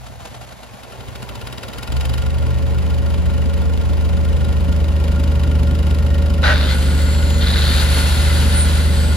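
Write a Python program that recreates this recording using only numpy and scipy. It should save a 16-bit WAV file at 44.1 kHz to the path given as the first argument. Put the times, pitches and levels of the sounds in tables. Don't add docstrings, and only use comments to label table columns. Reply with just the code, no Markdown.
import sys
import numpy as np
from scipy import signal
from scipy.fft import rfft, irfft, next_fast_len
from scipy.io import wavfile
from scipy.ndimage import map_coordinates

SR = 44100
rng = np.random.default_rng(int(sys.argv[2]) if len(sys.argv) > 2 else 0)


def wrap_up_sound(samples):
    columns = np.atleast_2d(samples).T
    tamed = np.clip(columns, -1, 1)
    steps = np.round(tamed * 32767).astype(np.int16)
    wavfile.write(sys.argv[1], SR, steps)


N = 403956

# on_s, off_s, rasp_db, air_db, engine_sag_hz
TRIGGER = [(6.428, 6.726, -26.5, -26.5, 1.41), (7.405, 7.809, -25.5, -23, .81)]
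GOVERNED_HZ, FREE_WHINE_HZ = 25.5, 10867
PUMP_AT_S, CATCH_AT_S, SETTLE_AT_S, SETTLE_S = .87, 1.88, 2.28, 3.2
JOLT_DB, RATTLE_DB, RATTLE_FALL_DB_PER_S = -16.5, -23, 46


def engine_speed():
    # time_s, firing_hz
    run_up = [(0, 9.75), (.65, 9.17), (1, 12.34), (1.5, 17.95), (2, 23.08), (2.4, 24.89), (3, 25.27),
              (4.5, 25.27), (6.4, 25.45), (9.16, 25.53)]
    recover_s = .5
    sag_hz = sum(drop_hz * ramp(on, off - on) * fade(off, recover_s) for on, off, _, _, drop_hz in TRIGGER)
    return np.interp(clock(), *np.transpose(run_up)) - sag_hz


def exhaust(turns, speed):
    # firing_multiple, level_db
    orders = [(2, -9.5), (3, 1.5), (4, -22.5), (5, -28.5), (6, -16), (9, -22.5), (10, -30), (11, -37.5)]
    # peak_s, level_db
    thump_times = [(1.93, -29.5), (8.38, -21)]
    # freq_hz, density_db
    rumble_spectrum = [(30, -23), (55, 10), (90, -5.5), (125, -5), (180, 0.5), (245, 1.5), (320, -10),
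                       (560, -11), (800, -48), (2000, -70)]
    lead_rad = 1.18 * fade(4.05, .99) * np.array([[-.5], [.5]])
    caught = ramp(CATCH_AT_S, .018)
    shake = amp(-36 - 13.5 * clock())
    cranking = (1 - caught) * (shake + amp(-35.5) * ramp(PUMP_AT_S, .24))
    running = caught * amp(-13 - 2.5 * fade(SETTLE_AT_S, SETTLE_S)) * speed ** 2.4
    thumps = hits(thump_times, rise_s=.033, decay_s=.11)

    valve_turns = turns - .46 + lead_rad / (2 * np.pi * 3)
    boom = amp(-.97) * running * unit(lines(valve_turns, orders, waver_db=.5, spread_rad=2))
    beat = (amp(-2.5) * cranking + amp(-11.5) * running) * drone(61, wander_rad=1, lead_rad=lead_rad)
    pumping = amp(-3) * cranking * noise([(30, -35), (55, -11), (75, 2), (110, 7), (250, -41)])

    blur = unit(ring(noise([(60, -17), (105, 0), (135, -1), (200, -42)]), [(124.5, 17, 0)]))
    swell_db = 5.5 * np.exp(-((clock() - 2.7) / .84) ** 2)
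    hollow_gain = amp(-4) * cranking + amp(-33.5 + swell_db + 2.6 * wobble(2.02)) * caught
    hollow_gain += amp(-7) * thumps
    hollow = hollow_gain * (drone(121.5, wander_rad=.92, lead_rad=lead_rad) + amp(-4.5) * blur)

    puffs = strokes(turns, rise_s=.0013, decay_s=.016, scatter_db=1.5, uneven_db=.5)
    rumble_gain = amp(-27.5 - 4 * fade(SETTLE_AT_S, 1) - 1.3 * (1 - caught)) * speed ** 1.16
    rumble = np.hypot(rumble_gain, amp(-8.5) * thumps) * unit((.49 + puffs) * noise(rumble_spectrum))
    analytic = signal.hilbert(pumping + rumble, next_fast_len(N))[:, :N]
    return boom + beat + hollow + np.real(analytic * np.exp(1j * lead_rad))


def clatter(turns, speed):
    # freq_hz, density_db
    knock_spectrum = [(200, -16), (600, -2.5), (1100, 3), (1800, -1.5), (3000, 1.5), (4000, -3), (5000, -4),
                      (5600, -12), (8500, -7), (11300, -8), (13000, -23), (15500, -38)]
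    # freq_hz, width_hz, gain_db
    block_modes = [(2740, 200, -3), (3047, 145, 5), (3780, 145, 6), (4885, 180, 3), (7120, 770, -4)]
    # freq_hz, width_hz, gain_db
    panel_modes = [(1409, 28, 5.5), (1861, 18, -0.5), (2847, 144, -7.5), (4010, 140, -25), (4960, 28, -30)]
    # freq_hz, density_db
    rush_spectrum = [(166, -20.5), (500.0, -1.5), (800.0, -2.5), (1100.0, -6), (1250.0, -13),
                     (1700.0, -13.5), (2200.0, -12.5), (3000.0, -14.5), (4000.0, -19), (5000.0, -20),
                     (5600.0, -25), (8500.0, -21), (11300.0, -29.5), (13000.0, -35), (15500.0, -50)]
    turning = ramp(.27, .65)
    full_fuel = ramp(1.09, .18) * fade(2.15, .18)
    hardening_db = (6 + 3.5 * ramp(CATCH_AT_S, .15)) * full_fuel
    force = turning * amp(-34 - 3.5 * fade(SETTLE_AT_S, SETTLE_S) + hardening_db) * speed ** .16
    grit = amp(2.2 * wobble(700))
    slaps = grit * strokes(turns, rise_s=.0042, decay_s=.0069, scatter_db=1.1, uneven_db=0)
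    knock = noise(knock_spectrum)
    block = amp(-4.5 + 1.8 * full_fuel) * unit(ring(noise(), block_modes))
    blows = strokes(turns, rise_s=.0045, decay_s=.014, scatter_db=-1, uneven_db=-.5)
    panels = amp(-43) * unit(ring(force * amp(-4 * full_fuel) * blows * noise(), panel_modes))
    rush = turning * amp(-36 + .7 * full_fuel + 1.7 * wobble(250)) * speed ** .91 * noise(rush_spectrum)
    return force * slaps * (knock + block) + panels + rush


def starter():
    # peak_s, level_db
    clunk_times = [(.068, -34.5), (.205, -37), (.256, -33.5), (.346, -34.5), (.42, -36.5), (.492, -41.5),
                   (.524, -43), (.636, -39)]
    # freq_hz, density_db
    crank_spectrum = [(40, -31), (120.0, -9), (250.0, -13), (400.0, -17.5), (700.0, -4), (1100.0, -13),
                      (2000.0, -17.5), (3800.0, -20), (5000.0, -23.5), (5600.0, -25), (8500.0, -22.5),
                      (11800.0, -30), (13000.0, -41), (15500.0, -51)]
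    blows = hits(clunk_times, rise_s=.011, decay_s=.022)
    grind_gain = np.hypot(amp(-43), amp(.5) * blows) * fade(1, 1)
    grind = grind_gain * amp(1.9 * wobble(150)) * noise(crank_spectrum)
    whistle = amp(-64.5) * unit(ring(noise(), [(11600, 390, 0)]))
    hum = amp(-50.5) * ramp(PUMP_AT_S, .08) * drone(392, wander_rad=3.3, lead_rad=0)
    clunks = amp(-6) * blows * unit(ring(noise(crank_spectrum), [(730, 150, 0)]))
    return grind + clunks + (whistle + hum) * fade(1.4, .2)


def grinder(turns):
    whine_hz = spindle()
    half_waves = np.cos(2 * np.pi * turns * 4)
    power = sum(amp(db) * ramp(on, .0048) * fade(off, .022) for on, off, db, *_ in TRIGGER)
    driven = power * rasp(whine_hz, half_waves) + jolt(half_waves)
    return driven + fan_and_guard(whine_hz) + amp(-10 * power / power.max()) * whine(whine_hz)


def spindle():
    spin_up_s, coast_s = .22, 4.65
    t, hz = clock(), np.zeros(N)
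    for on, off, *_ in TRIGGER:
        gap_hz = FREE_WHINE_HZ - hz[round(on * SR)]
        powered_hz = FREE_WHINE_HZ - gap_hz * np.exp(-np.clip(t - on, 0, off - on) / spin_up_s)
        hz = np.where(t < on, hz, powered_hz * np.exp(-np.maximum(t - off, 0) / coast_s))
    return hz


def rasp(whine_hz, half_waves):
    # freq_hz, density_db
    drive_spectrum = [(233, -30), (700.0, -4), (1100.0, -5), (1500.0, 0), (2500.0, -6), (3600.0, -3.5),
                      (4200.0, -2.5), (5000.0, -7), (5700.0, -32), (8500.0, -17), (13000.0, -48)]
    mesh = noise(drive_spectrum)
    mesh += amp(-.5) * unit(ring(noise(), [(3630, 56, -.92), (3890, 57, -.21), (4170, 44, -1)]))
    tooth_hz = .44 * whine_hz * (1 + .0324 * wobble(400))
    buzz = np.sqrt(2) * np.sin(2 * np.pi * np.cumsum(tooth_hz) / SR)
    mesh += amp(-5) * np.clip(whine_hz / 7500, 0, 1) ** 6 * buzz
    return unit(amp(2.6 * half_waves + 3.3 * wobble(500)) * mesh)


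def jolt(half_waves):
    # freq_hz, width_hz, gain_db
    disc_modes = [(609, 23, -0.5), (790, 49, -11.5), (1490, 50, -5.5), (1900, 73, -9), (2800, 37, -15),
                  (3930, 54, -14), (4650, 210, -25)]
    start_s = TRIGGER[0][0]
    snatch = amp(JOLT_DB) * fade(start_s + .09, .04)
    rattle = amp(RATTLE_DB - RATTLE_FALL_DB_PER_S * np.maximum(clock() - start_s, 0))
    envelope = np.sqrt(ramp(start_s, .019)) * np.maximum(snatch, rattle)
    teeth = amp(2 * half_waves) * noise([(250, -28), (550, 1), (4500, -2), (6000, -16), (15000, -40)])
    growl = noise([(300, -25), (600, -4), (1100, -5.5), (1500, 7.5), (2000, -8), (2500, -6),
                   (5000, -17), (7000, -24), (11000, -26), (15000, -56)])
    return envelope * (amp(-2.5) * unit(ring(teeth, disc_modes)) + amp(.88 * half_waves - 1) * growl)


def fan_and_guard(whine_hz):
    # freq_hz, density_db
    air_spectrum = [(266, -21), (800.0, -1), (1150.0, -5.5), (1450.0, -1), (1750.0, -0.5), (2100.0, -6.5),
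                    (2600.0, -3.5), (4300.0, -0.5), (5200.0, -8.5), (5700.0, -13), (8500.0, -3.5),
                    (11500.0, -10.5), (13000.0, -22), (15500.0, -29)]
    speed, away = whine_hz / FREE_WHINE_HZ, ramp(8.66, .28)
    air_db = TRIGGER[0][3]
    for on, off, _, db, _ in TRIGGER[1:]:
        air_db = air_db + (db - air_db) * ramp(on, off - on)
    flutter_db = .83 * wobble(28) + .52 * wobble(400)
    air = amp(air_db + .5 - 3 * away + flutter_db) * speed ** 1.75 * noise(air_spectrum)
    vibration = noise([(700, -16), (1400, 1), (2100, 2), (5000, -18)])
    guard = unit(ring(vibration, [(1446, 51, 0), (2033, 47, -3.5)]))
    return air + amp(-33 - 2 * away + 2.1 * wobble(25)) * speed ** 1.44 * guard


def whine(hz):
    # whine_multiple, level_db
    partials = [(.44, -17), (.589, -17), (0.999, -1.5)]
    housing = [(8600, 130, 14), (4300, 250, 12), (5700, 400, -9)]  # freq_hz, half_width_hz, gain_db
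    housing_db = lambda f: sum(db / (1 + ((f - centre) / width) ** 2) for centre, width, db in housing)
    phase = 2 * np.pi * np.cumsum(hz * (1 + .0038 * wobble(300))) / SR
    flutter_db = 2.2 * wobble(12)
    tones = sum(amp(db + housing_db(k * hz) + flutter_db) * np.sin(k * phase) for k, db in partials)
    return amp(-29.5) * (hz / FREE_WHINE_HZ) ** 1.4 * tones


def ticks():
    # start_s, level_db
    tick_times = [(7.018, -27), (7.108, -37), (7.302, -27), (7.381, -29)]
    t, decay_s = clock(), .0058
    blows = sum(amp(db) * (t > s) * np.exp(-np.abs(t - s) / decay_s) for s, db in tick_times)
    return blows * unit(ring(noise(), [(9000, 380, 1), (3610, 870, 2)]))


def canopy_hum(turns):
    # firing_multiple, level_db
    orders = [(7, -30.5), (8, -38), (12, -47.5), (13, -44), (15, -45.5), (16, -49), (17, -49), (18, -42.5),
              (20, -54.5), (22, -37), (23, -43.5), (24, -53)]
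    gain = amp(-1.5 - 3.5 * fade(SETTLE_AT_S, SETTLE_S)) * ramp(1.65, .86)
    return gain * lines(turns, orders, waver_db=1.5, spread_rad=1.2)


def lines(turns, orders, waver_db, spread_rad):
    phase = lambda k: 2 * np.pi * k * turns - spread_rad * max(k - 3, 0) ** 2
    return np.sqrt(2) * sum(amp(db + waver_db * wobble(9)) * np.cos(phase(k)) for k, db in orders)


def strokes(turns, rise_s, decay_s, scatter_db, uneven_db):
    at = np.flatnonzero(np.diff(np.floor(turns)) > 0)
    blows = np.zeros(N)
    blows[at] = amp(scatter_db * rng.standard_normal(len(at)) + uneven_db * (-1) ** np.arange(len(at)))
    t = np.arange(-SR // 10, SR // 10) / SR
    return signal.fftconvolve(blows, np.exp(np.minimum(t / rise_s, -t / decay_s)), 'same')


def hits(rows, rise_s, decay_s):
    t = clock()
    return sum(amp(db) * np.exp(np.minimum((t - s) / rise_s, (s - t) / decay_s)) for s, db in rows)


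def drone(hz, wander_rad, lead_rad):
    return np.sqrt(2) * np.sin(2 * np.pi * hz * clock() + wander_rad * wobble(2) + lead_rad)


def noise(spectrum=((1000, 0),)):
    # freq_hz, correlation
    likeness = [(80, 0.99), (300, 0.95), (1000, 0.75), (1500, 0.57), (2300, 0.43), (4000, 0.82),
                (5600, 0.32), (7000, 0.6), (8300, 1), (8900, 0.99), (9700, 0.67), (13000, 0.8)]
    angle = lambda hz: np.arccos(np.clip(along(likeness, hz), 0, 1)) / 2
    response = lambda hz: amp(along(spectrum, hz)) * [np.cos(angle(hz)), np.sin(angle(hz))]
    mid, side = filtered(rng.standard_normal((2, N)), response)
    return unit(np.array([mid + side, mid - side]))


def ring(x, modes):
    response = lambda f: sum(amp(db) * 1j * f * w / (c * c - f * f + 1j * f * w) for c, w, db in modes)
    return filtered(x, response)


def filtered(x, response):
    size = next_fast_len(N + SR // 2)
    return irfft(rfft(x, size) * response(np.fft.rfftfreq(size, 1 / SR)), size)[..., :N]


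def along(points, hz):
    freq_hz, values = np.transpose(points)
    return np.interp(np.log(hz + 1), np.log(freq_hz + 1), values)


def wobble(rate_hz):
    return map_coordinates(rng.standard_normal(int(N * rate_hz / SR) + 4), [clock() * rate_hz])


def ramp(start_s, length_s):
    return np.clip((clock() - start_s) / length_s, 0, 1)


def fade(start_s, length_s):
    return 1 - ramp(start_s, length_s)


def amp(db):
    return 10 ** (np.asarray(db) / 20)


def unit(x):
    return x / np.sqrt(np.mean(x ** 2) + 1e-20)


def clock():
    return np.arange(N) / SR


def scene():
    firing_hz = engine_speed()
    turns = np.cumsum(firing_hz) / SR
    speed = firing_hz / GOVERNED_HZ
    generator = starter() + exhaust(turns, speed) + canopy_hum(turns) + clatter(turns, speed)
    return generator + grinder(turns) + ticks()


def record(dry):
    # freq_hz, left_lead_rad
    lead = [(75, -.48), (260, -.7), (450, 0), (600, 1), (720, 1.7), (1000, 0.75), (1250, 1.4), (1400, 0),
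            (2300, 0.43), (3000, 1), (5250, 0.87), (5750, -1.6), (6400, -1.15), (7600, -2.65),
            (8900, -3.25), (12000, -5.2), (12800, -6.2)]
    # freq_hz, left_minus_right_db
    tilt = [(150, 0), (400, -0.5), (620, -6.5), (820, 2.5), (1150, -0.5), (1400, 2.5), (2100, 0), (2700, 2),
            (5200, 3.5), (5800, -1), (6900, 3.5), (8400, 0)]
    ceiling, top_hz = .88, 15830
    half = np.array([[.5], [-.5]])
    heard = filtered(dry, lambda hz: amp(half * along(tilt, hz)) * np.exp(1j * half * along(lead, hz)))
    rounded = heard / (1 + np.abs(heard / ceiling) ** 8) ** (1 / 8)
    return filtered(rounded, lambda hz: hz < top_hz)


dry = scene()
out = record(dry)
wrap_up_sound(out)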